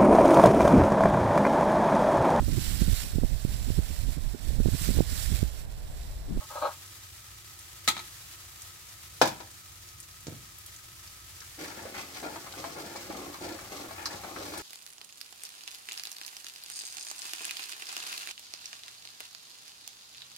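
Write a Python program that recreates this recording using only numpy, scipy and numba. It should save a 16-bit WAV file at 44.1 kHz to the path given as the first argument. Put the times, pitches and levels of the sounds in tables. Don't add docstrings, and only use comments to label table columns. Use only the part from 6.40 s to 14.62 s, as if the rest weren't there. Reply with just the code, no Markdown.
import sys
import numpy as np
from scipy import signal
from scipy.fft import rfft, irfft, next_fast_len
from scipy.io import wavfile
from scipy.ndimage import uniform_filter1d
from numba import njit

SR = 44100
rng = np.random.default_rng(int(sys.argv[2]) if len(sys.argv) > 2 else 0)


def unload_wav(signal):
    wavfile.write(
        sys.argv[1],
        SR,
        np.round(np.clip(np.atleast_2d(signal).T, -1, 1) * 32767).astype(np.int16),
    )


N = 362502
TIME_S = np.arange(N) / SR
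FFT_SIZE = next_fast_len(N, True)

# (time [s], relative level [dB])
FRYING_CURVE = [(0.0, -49), (0.75, -51.5), (1.42, -51), (1.6, -49), (2.36, -51), (3.58, -53), (5.1, -51)]
# (time [s], level [dB], pitch [Hz])
LOUD_SPITS = [(1.191, -46, 9000), (2.2196, -41.5, 7040), (3.6015, -42, 8800), (4.1847, -45.5, 12000),
              (4.262, -43.5, 9900), (4.3628, -46, 6400), (4.6756, -47.5, 4950), (5.005, -44, 5470),
              (6.1249, -43, 3950), (8.178, -39, 9050)]
# (frequency [Hz], gain [dB])
SIZZLE_SPECTRUM = [(200, -17), (500, -7), (850, -4), (1200, -2.5), (1700, -0.5), (3000, -0.5), (4400, 0.5),
                   (7500, 0.5), (10000, -3), (12500, -2.5), (16000, -7.5)]
FLAME_SPECTRUM = [(20, -18), (40, -22), (60, -0.5), (75, -6), (97, 2), (125, -8), (170, -13), (240, -27),
                  (345, -15), (450, -35.5), (650, -33), (900, -60), (3000, -54)]
GAS_SPECTRUM = [(700, -31), (1020, -26), (1190, 0.5), (1290, 12), (1380, -14.5), (2000, -35)]
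# (start [s], length [s], relative level [dB])
SPOON_DRAGS = [(0.0, 0.028, -50), (0.096, 0.22, -45), (0.143, 0.036, -37.5), (0.211, 0.057, -30.5)]
# (frequency [Hz], relative level [dB], t60 [s])
BOWL_RUB_MODES = [(484, -7, 0.14), (603, 16, 0.057), (833, -1, 0.059), (917, 2.5, 0.041),
                  (1085, 2.5, 0.063), (1257, 3, .055), (1630, -10.5, .04), (2140, -8.5, 0.013),
                  (4100, -0.5, 0.0037)]
BOWL_KNOCK_MODES = [(353, -3, 0.33), (849, 2, .12), (1305, 8, 0.14), (2290, -8, 0.15), (3370, 5, .12),
                    (3930, -17, 0.055), (4800, -28, .13), (6900, -12, 0.046)]
BOWL_LANDING_MODES = [(172, -12, .3), (318, -7, .3), (533, -6, .22), (614, -3, .18), (800, 0, .14),
                      (937, -6, .28), (1012, -4, .14), (1663, -9, .15), (1717, -4, .16), (2403, -15, .22)]
WOK_TAP_MODES = [(336, -8, 0.3), (540, -15, 0.28), (678, 9, 0.22), (942, 1.5, 0.12), (1316, 7, 0.13),
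                 (1576, 14.5, 0.087), (2300, 19, 0.11), (3955, 30.5, 0.014)]
# (time [s], level [dB], contact cutoff [Hz])
KNOCK_HITS = [(1.4772, -19.5, 12000), (1.4848, -19, 15000), (1.502, -30.5, 6000), (1.511, -35, 15000),
              (1.5665, -35.5, 1400), (1.578, -39, 8000), (1.593, -38, 4000)]
LANDING_HITS = [(2.8149, -13, 2520), (2.8174, -22, 12000), (2.855, -30.5, 14000), (2.8746, -30.5, 15000),
                (3.003, -41, 2500), (3.009, -47, 2500)]
BUMP_HITS = [(3.869, -38, 9000), (3.882, -34.5, 400), (3.906, -48, 1300), (3.924, -41.5, 500)]
# (frequency [Hz], gain [dB])
KNOCK_SPECTRUM = [(59, -51), (110, -5), (365, -14.5), (700, -10.5), (900, -6.5), (1100, -12), (1280, 1.5),
                  (1500, -11), (2220, -3), (2860, -12.5), (3940, 1), (5080, -12.5), (6800, -8.5),
                  (16000, -21)]
LANDING_SPECTRUM = [(40, -22), (110, -7), (230, -3.5), (320, -3.5), (420, -5), (620, -4.5), (850, 3),
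                    (1120, -5.5), (1650, -6.5), (2050, -13.5), (2400, -6.5), (2800, -15.5), (3600, -8),
                    (5600, -8), (9000, -15.5), (16000, -17)]
BUMP_SPECTRUM = [(50, -26), (100, 10.5), (170, 3), (330, -1), (700, -6.5), (1300, -16.5), (4000, -14),
                 (7000, -9), (11000, -24)]
# (time [s], level [dB], contact pitch [Hz])
TAP_HITS = [(5.017, -48, 1360), (5.245, -42, 1800), (5.4535, -38, 517), (5.8296, -40.5, 696),
            (5.9593, -39.5, 846), (6.0671, -43.5, 1070), (6.2412, -34.5, 815), (6.558, -39, 830),
            (6.6996, -38.5, 314), (6.9436, -41.5, 1010), (7.189, -44, 1330), (7.5093, -40, 764),
            (7.657, -29, 4930), (7.6585, -36.5, 1290), (7.8361, -41, 825), (7.9633, -40.5, 1290),
            (8.1384, -40, 885)]
# (start [s], length [s], push [dB], edge scrape [dB], egg hiss [dB], contact pitch [Hz])
SPATULA_STROKES = [(5.173, 0.14, -48.5, -46.5, -50, 1550), (5.347, 0.2, -50, -48, -57, 1060),
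                   (5.532, 0.068, -49, -39.5, -47.5, 1670), (5.726, 0.058, -59, -44, -47, 1900),
                   (5.814, 0.063, -42, -43.5, -52, 950), (5.897, 0.097, -51, -50, -53, 1150),
                   (6.155, 0.17, -48.5, -47.5, -51, 1200), (6.352, 0.15, -45, -46.5, -53, 1100),
                   (6.503, 0.18, -49.5, -49, -51, 1360), (6.682, 0.22, -45, -47, -53, 1050),
                   (7, 0.14, -42, -46, -51, 1200), (7.297, 0.067, -48.5, -47, -47, 1240),
                   (7.38, 0.094, -48, -49, -66, 1050), (7.549, 0.11, -54, -45, -60, 1400),
                   (7.682, 0.062, -46.5, -45, -48.5, 1030), (7.823, 0.13, -51, -48.5, -55.5, 1000),
                   (7.944, 0.17, -46, -46.5, -49.5, 1190), (8.105, 0.093, -48, -44.5, -50.5, 1360)]
# (frequency [Hz], gain [dB])
WOK_SPECTRUM = [(60, -21), (150, -9.5), (210, -3.5), (245, -6), (290, 1.5), (350, 2.5), (420, -5.5),
                (520, -2.5), (750, -10), (1100, -30), (2500, -60)]
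EDGE_SPECTRUM = [(300, -24), (550, -3), (700, 7), (980, 4.5), (1250, 0), (1420, 1), (1600, -2),
                 (2300, -0.5), (3200, -4.5), (5000, -19), (12000, -14)]
EGG_SPECTRUM = [(1500, -15), (3000, -2), (3900, 0), (4400, 5.5), (6100, -0.5), (8000, -3.5), (10000, -11),
                (12500, -11), (16000, -17)]
# (frequency [Hz], t60 [s])
ROOM_T60 = [(100, 0.48), (400, 0.29), (1500, 0.41), (5000, 0.3), (14000, 0.13)]
# (frequency [Hz], left-right coherence [ratio])
COHERENCE = [(60, 1), (130, 0.88), (290, 0.79), (640, 0.26), (1400, 0.019), (15000, 0.06)]
# (frequency [Hz], left minus right [dB])
PORT_BALANCE = [(60, -2), (200, 0.5), (380, -6), (700, 5.5), (1290, 2), (2400, 0.5), (4400, 1.5),
                (8100, -1), (15000, 3)]


def from_db(db):
    return 10 ** (np.asarray(db) / 20)


def unit_rms(x):
    return x / np.sqrt(np.mean(x ** 2) + 1e-20)


def at_hz(table, hz):
    knots_hz, values = np.transpose(table)
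    return np.interp(np.log(hz), np.log(knots_hz), values)


def colour(x, spectrum):
    size = 2 * next_fast_len((x.shape[-1] + SR // 4) // 2, True)
    hz = np.maximum(np.fft.rfftfreq(size, 1 / SR), 1)
    cepstrum = irfft(np.log(from_db(at_hz(spectrum, hz))), size)
    cepstrum[1:size // 2] *= 2
    cepstrum[size // 2 + 1:] = 0
    return irfft(rfft(x, size) * np.exp(rfft(cepstrum)), size)[..., :x.shape[-1]]


def convolve(x, response):
    return signal.oaconvolve(x[None], response, axes=1)[:, :len(x)]


def soften(x, cutoff_hz):
    return signal.sosfilt(signal.butter(1, min(cutoff_hz, SR * .45), fs=SR, output="sos"), x)


def resonate(x, hz, q):
    radius = np.exp(-np.pi * hz / q / SR)
    return signal.lfilter([1, 0, -1], [1, -2 * radius * np.cos(2 * np.pi * hz / SR), radius ** 2], x)


@njit
def glide(x, step_rad, damping):
    out, low, band = np.zeros(len(x)), 0., 0.
    for i in range(len(x)):
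        low += step_rad[i] * band
        band += step_rad[i] * (x[i] - low - damping * band)
        out[i] = band / np.sqrt(step_rad[i])
    return out


def diffuse(size):
    coherence = np.clip(at_hz(COHERENCE, np.fft.rfftfreq(size, 1 / SR) + 1), -1, 1)
    mid, side = rfft(rng.standard_normal((2, size)))
    return unit_rms(irfft(np.sqrt(1 + coherence) * mid + np.sqrt(1 - coherence) * side * [[1], [-1]], size))


def steady_noise(spectrum):
    return unit_rms(colour(diffuse(FFT_SIZE)[:, :N], spectrum))


def kitchen(direct_db, tail_db, early_t60_s=0.052):
    t = TIME_S[:SR // 2]
    noise, hz = rfft(diffuse(len(t))), np.fft.rfftfreq(len(t), 1 / SR)
    early = unit_rms(irfft(noise * hz / (hz + 300), len(t)) * from_db(-60 * t / early_t60_s))
    edges_hz = [40, 300, 1200, 3500, 8000, 17000]
    tail = 0
    for low, high in zip(edges_hz, edges_hz[1:]):
        band = irfft(noise * (hz >= low) * (hz < high), len(t))
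        tail = tail + band * from_db(-60 * t / at_hz(ROOM_T60, np.sqrt(low * high)))
    direct = np.zeros_like(early)
    direct[0, 0] = direct[1, 2] = 1
    return from_db(direct_db) * unit_rms(direct) + early + from_db(tail_db) * unit_rms(tail)


def ringing(modes):
    t = TIME_S[:SR // 2]
    ring = sum(from_db(db - 60 * t / t60_s) * np.sin(2 * np.pi * hz * t) * (-1) ** k
               for k, (hz, db, t60_s) in enumerate(modes))
    return ring / np.linalg.norm(ring)


def struck(spectrum, modes, ring_db):
    crack = colour(signal.unit_impulse(SR // 2), spectrum)
    return crack / np.linalg.norm(crack) + from_db(ring_db) * ringing(modes)


def place_hits(rows, sound):
    out, attack = np.zeros((2, N + SR)), int(.008 * SR)
    for time_s, db, hz in rows:
        hit, start = sound(hz), int(time_s * SR)
        out[:, start:start + hit.shape[1]] += from_db(db) * hit / hit[:, :attack].std()
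    return out[:, :N]


def grains(per_s, spread_db):
    sizes = from_db(spread_db * np.minimum(rng.exponential(1, N), 4))
    return unit_rms((rng.random(N) < per_s / SR) * sizes * rng.choice([-1, 1], N))


def in_wok(clicks, force, spectrum, direct_db, tail_db, moves_per_s=7, spots=4):
    out = 0
    for spot in range(spots):
        offset = (TIME_S * moves_per_s - spot + 1) % spots - 1
        nearness = np.sqrt(np.maximum(1 - np.abs(offset), 0))
        response = colour(kitchen(direct_db, tail_db, early_t60_s=0.07), spectrum)
        out = out + convolve(clicks * force * nearness, response) / convolve(clicks[-SR:], response).std()
    return out


def gestures(starts_s, lengths_s, levels_db, attack_s, sag_db_per_s, release_db_per_s):
    out = np.zeros(N)
    for start_s, length_s, db in zip(starts_s, lengths_s, levels_db):
        span = slice(max(int(start_s * SR), 0), int((start_s + length_s + 1) * SR))
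        age_s = TIME_S[span] - start_s
        fall_db = sag_db_per_s * age_s + release_db_per_s * np.maximum(age_s - length_s, 0)
        out[span] = np.maximum(out[span], np.clip(age_s / attack_s, 0, 1) * from_db(db - fall_db))
    return out


def sizzle(flicker_db=1.22, flicker_hz=27):
    heat = from_db(np.interp(TIME_S, *np.transpose(FRYING_CURVE)))
    flicker = unit_rms(soften(soften(rng.standard_normal(N), flicker_hz), flicker_hz))
    hiss = from_db(1.2 + flicker_db * flicker) * heat * steady_noise(SIZZLE_SPECTRUM)
    pops = grains(per_s=1200, spread_db=4.5)
    crackle = in_wok(pops, from_db(-3.5) * heat, SIZZLE_SPECTRUM, direct_db=-4, tail_db=-33, spots=2)
    return hiss + crackle


def burner():
    rumble = from_db(-57) * steady_noise(FLAME_SPECTRUM)
    return rumble + from_db(-64.5) * steady_noise(GAS_SPECTRUM)


def spoon_drag(slip_hz=305, wander=.3):
    force = gestures(*np.transpose(SPOON_DRAGS), attack_s=0.015, sag_db_per_s=0, release_db_per_s=400)
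    rate_hz = slip_hz * np.exp(wander * unit_rms(uniform_filter1d(rng.standard_normal(N), size=120)))
    slips = np.diff(np.floor(np.cumsum(rate_hz) / SR), prepend=0) * from_db(rng.normal(0, 2.5, N))
    friction = slips + from_db(-21) * rng.standard_normal(N)
    room = kitchen(direct_db=3, tail_db=-11, early_t60_s=.03)
    deep = unit_rms(convolve(friction, convolve(ringing(BOWL_RUB_MODES[:2]), room)))
    upper = unit_rms(convolve(friction, convolve(ringing(BOWL_RUB_MODES[2:]), room)))
    firmness = (force / force.max()) ** 0.28
    bowl = force * (from_db(-0.5) * firmness * deep + from_db(1) * upper)
    return signal.sosfilt(signal.butter(3, 400, "high", fs=SR, output="sos"), bowl)


def oil_spits(per_s=1.9, small_db=-51, spread_db=2.5, small_hz=6500, spread_oct=.4):
    times_s = np.cumsum(rng.exponential(1 / per_s, 40))
    size, pitch = rng.uniform(-1, 1, (2, 40))
    small = np.transpose([times_s, small_db + spread_db * size, small_hz * 2 ** (spread_oct * pitch)])
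    return place_hits([*LOUD_SPITS, *small[times_s < N / SR]], lambda hz: resonate(
        kitchen(direct_db=-3, tail_db=-6, early_t60_s=0.037), hz, q=2.6))


def spoon_knocks():
    knock = struck(KNOCK_SPECTRUM, BOWL_KNOCK_MODES, ring_db=-14)
    return place_hits(KNOCK_HITS, lambda hz: soften(
        convolve(knock, kitchen(direct_db=-8, tail_db=-13, early_t60_s=0.064)), hz))


def bowl_landing():
    landing = struck(LANDING_SPECTRUM, BOWL_LANDING_MODES, ring_db=-10.5)
    return place_hits(LANDING_HITS, lambda hz: soften(
        convolve(landing, kitchen(direct_db=-9.5, tail_db=-8, early_t60_s=0.086)), hz))


def spatula_pickup():
    bump = colour(kitchen(direct_db=-1, tail_db=-5), BUMP_SPECTRUM)
    return place_hits(BUMP_HITS, lambda hz: soften(bump, hz))


def spatula_taps():
    wok = signal.unit_impulse(SR // 2) + from_db(-10) * ringing(WOK_TAP_MODES)
    return place_hits(TAP_HITS, lambda hz: resonate(
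        convolve(wok, kitchen(direct_db=-6, tail_db=-19, early_t60_s=0.1)), hz, q=4.2))


def spatula_strokes(bite_s=0.02):
    start_s, length_s, push_db, edge_db, hiss_db, contact_hz = np.transpose(SPATULA_STROKES)
    in_egg = np.clip((TIME_S - start_s[0]) / bite_s, 0, 1)

    def envelope(levels_db, rest_db, attack_s=bite_s, sag_db_per_s=26, release_db_per_s=230):
        strokes = gestures(start_s, length_s, levels_db, attack_s, sag_db_per_s, release_db_per_s)
        return np.maximum(strokes, in_egg * from_db(rest_db))

    push = from_db(2) * envelope(push_db, rest_db=-57.5)
    edge = from_db(2.4) * envelope(edge_db, rest_db=-53.5)
    fresh = from_db(4.5) * envelope(
        hiss_db, rest_db=-60, attack_s=0.028, sag_db_per_s=16, release_db_per_s=148)
    pitch_hz = np.interp(TIME_S, start_s + length_s / 2, contact_hz)
    slips = glide(grains(per_s=700, spread_db=2.5), 2 * np.pi * pitch_hz / SR, damping=1.0)
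    body = in_wok(grains(per_s=700, spread_db=1), push, WOK_SPECTRUM, direct_db=9.5, tail_db=3)
    rasp = in_wok(slips, edge, EDGE_SPECTRUM, direct_db=-22.5, tail_db=-29)
    hiss = in_wok(grains(per_s=2200, spread_db=6.5), fresh, EGG_SPECTRUM, direct_db=-17, tail_db=-45)
    return body + rasp + hiss


def scene():
    return (sizzle() + burner() + spoon_drag() + oil_spits() + spoon_knocks() + bowl_landing()
            + spatula_pickup() + spatula_taps() + spatula_strokes())


def record(dry):
    cutoff_hz = 15900
    ports = [colour(channel, [(hz, side * db / 2) for hz, db in PORT_BALANCE])
             for channel, side in zip(dry, (1, -1))]
    return signal.sosfilt(signal.ellip(12, .1, 70, cutoff_hz, fs=SR, output="sos"), ports)


dry = scene()
out = record(dry)
unload_wav(out)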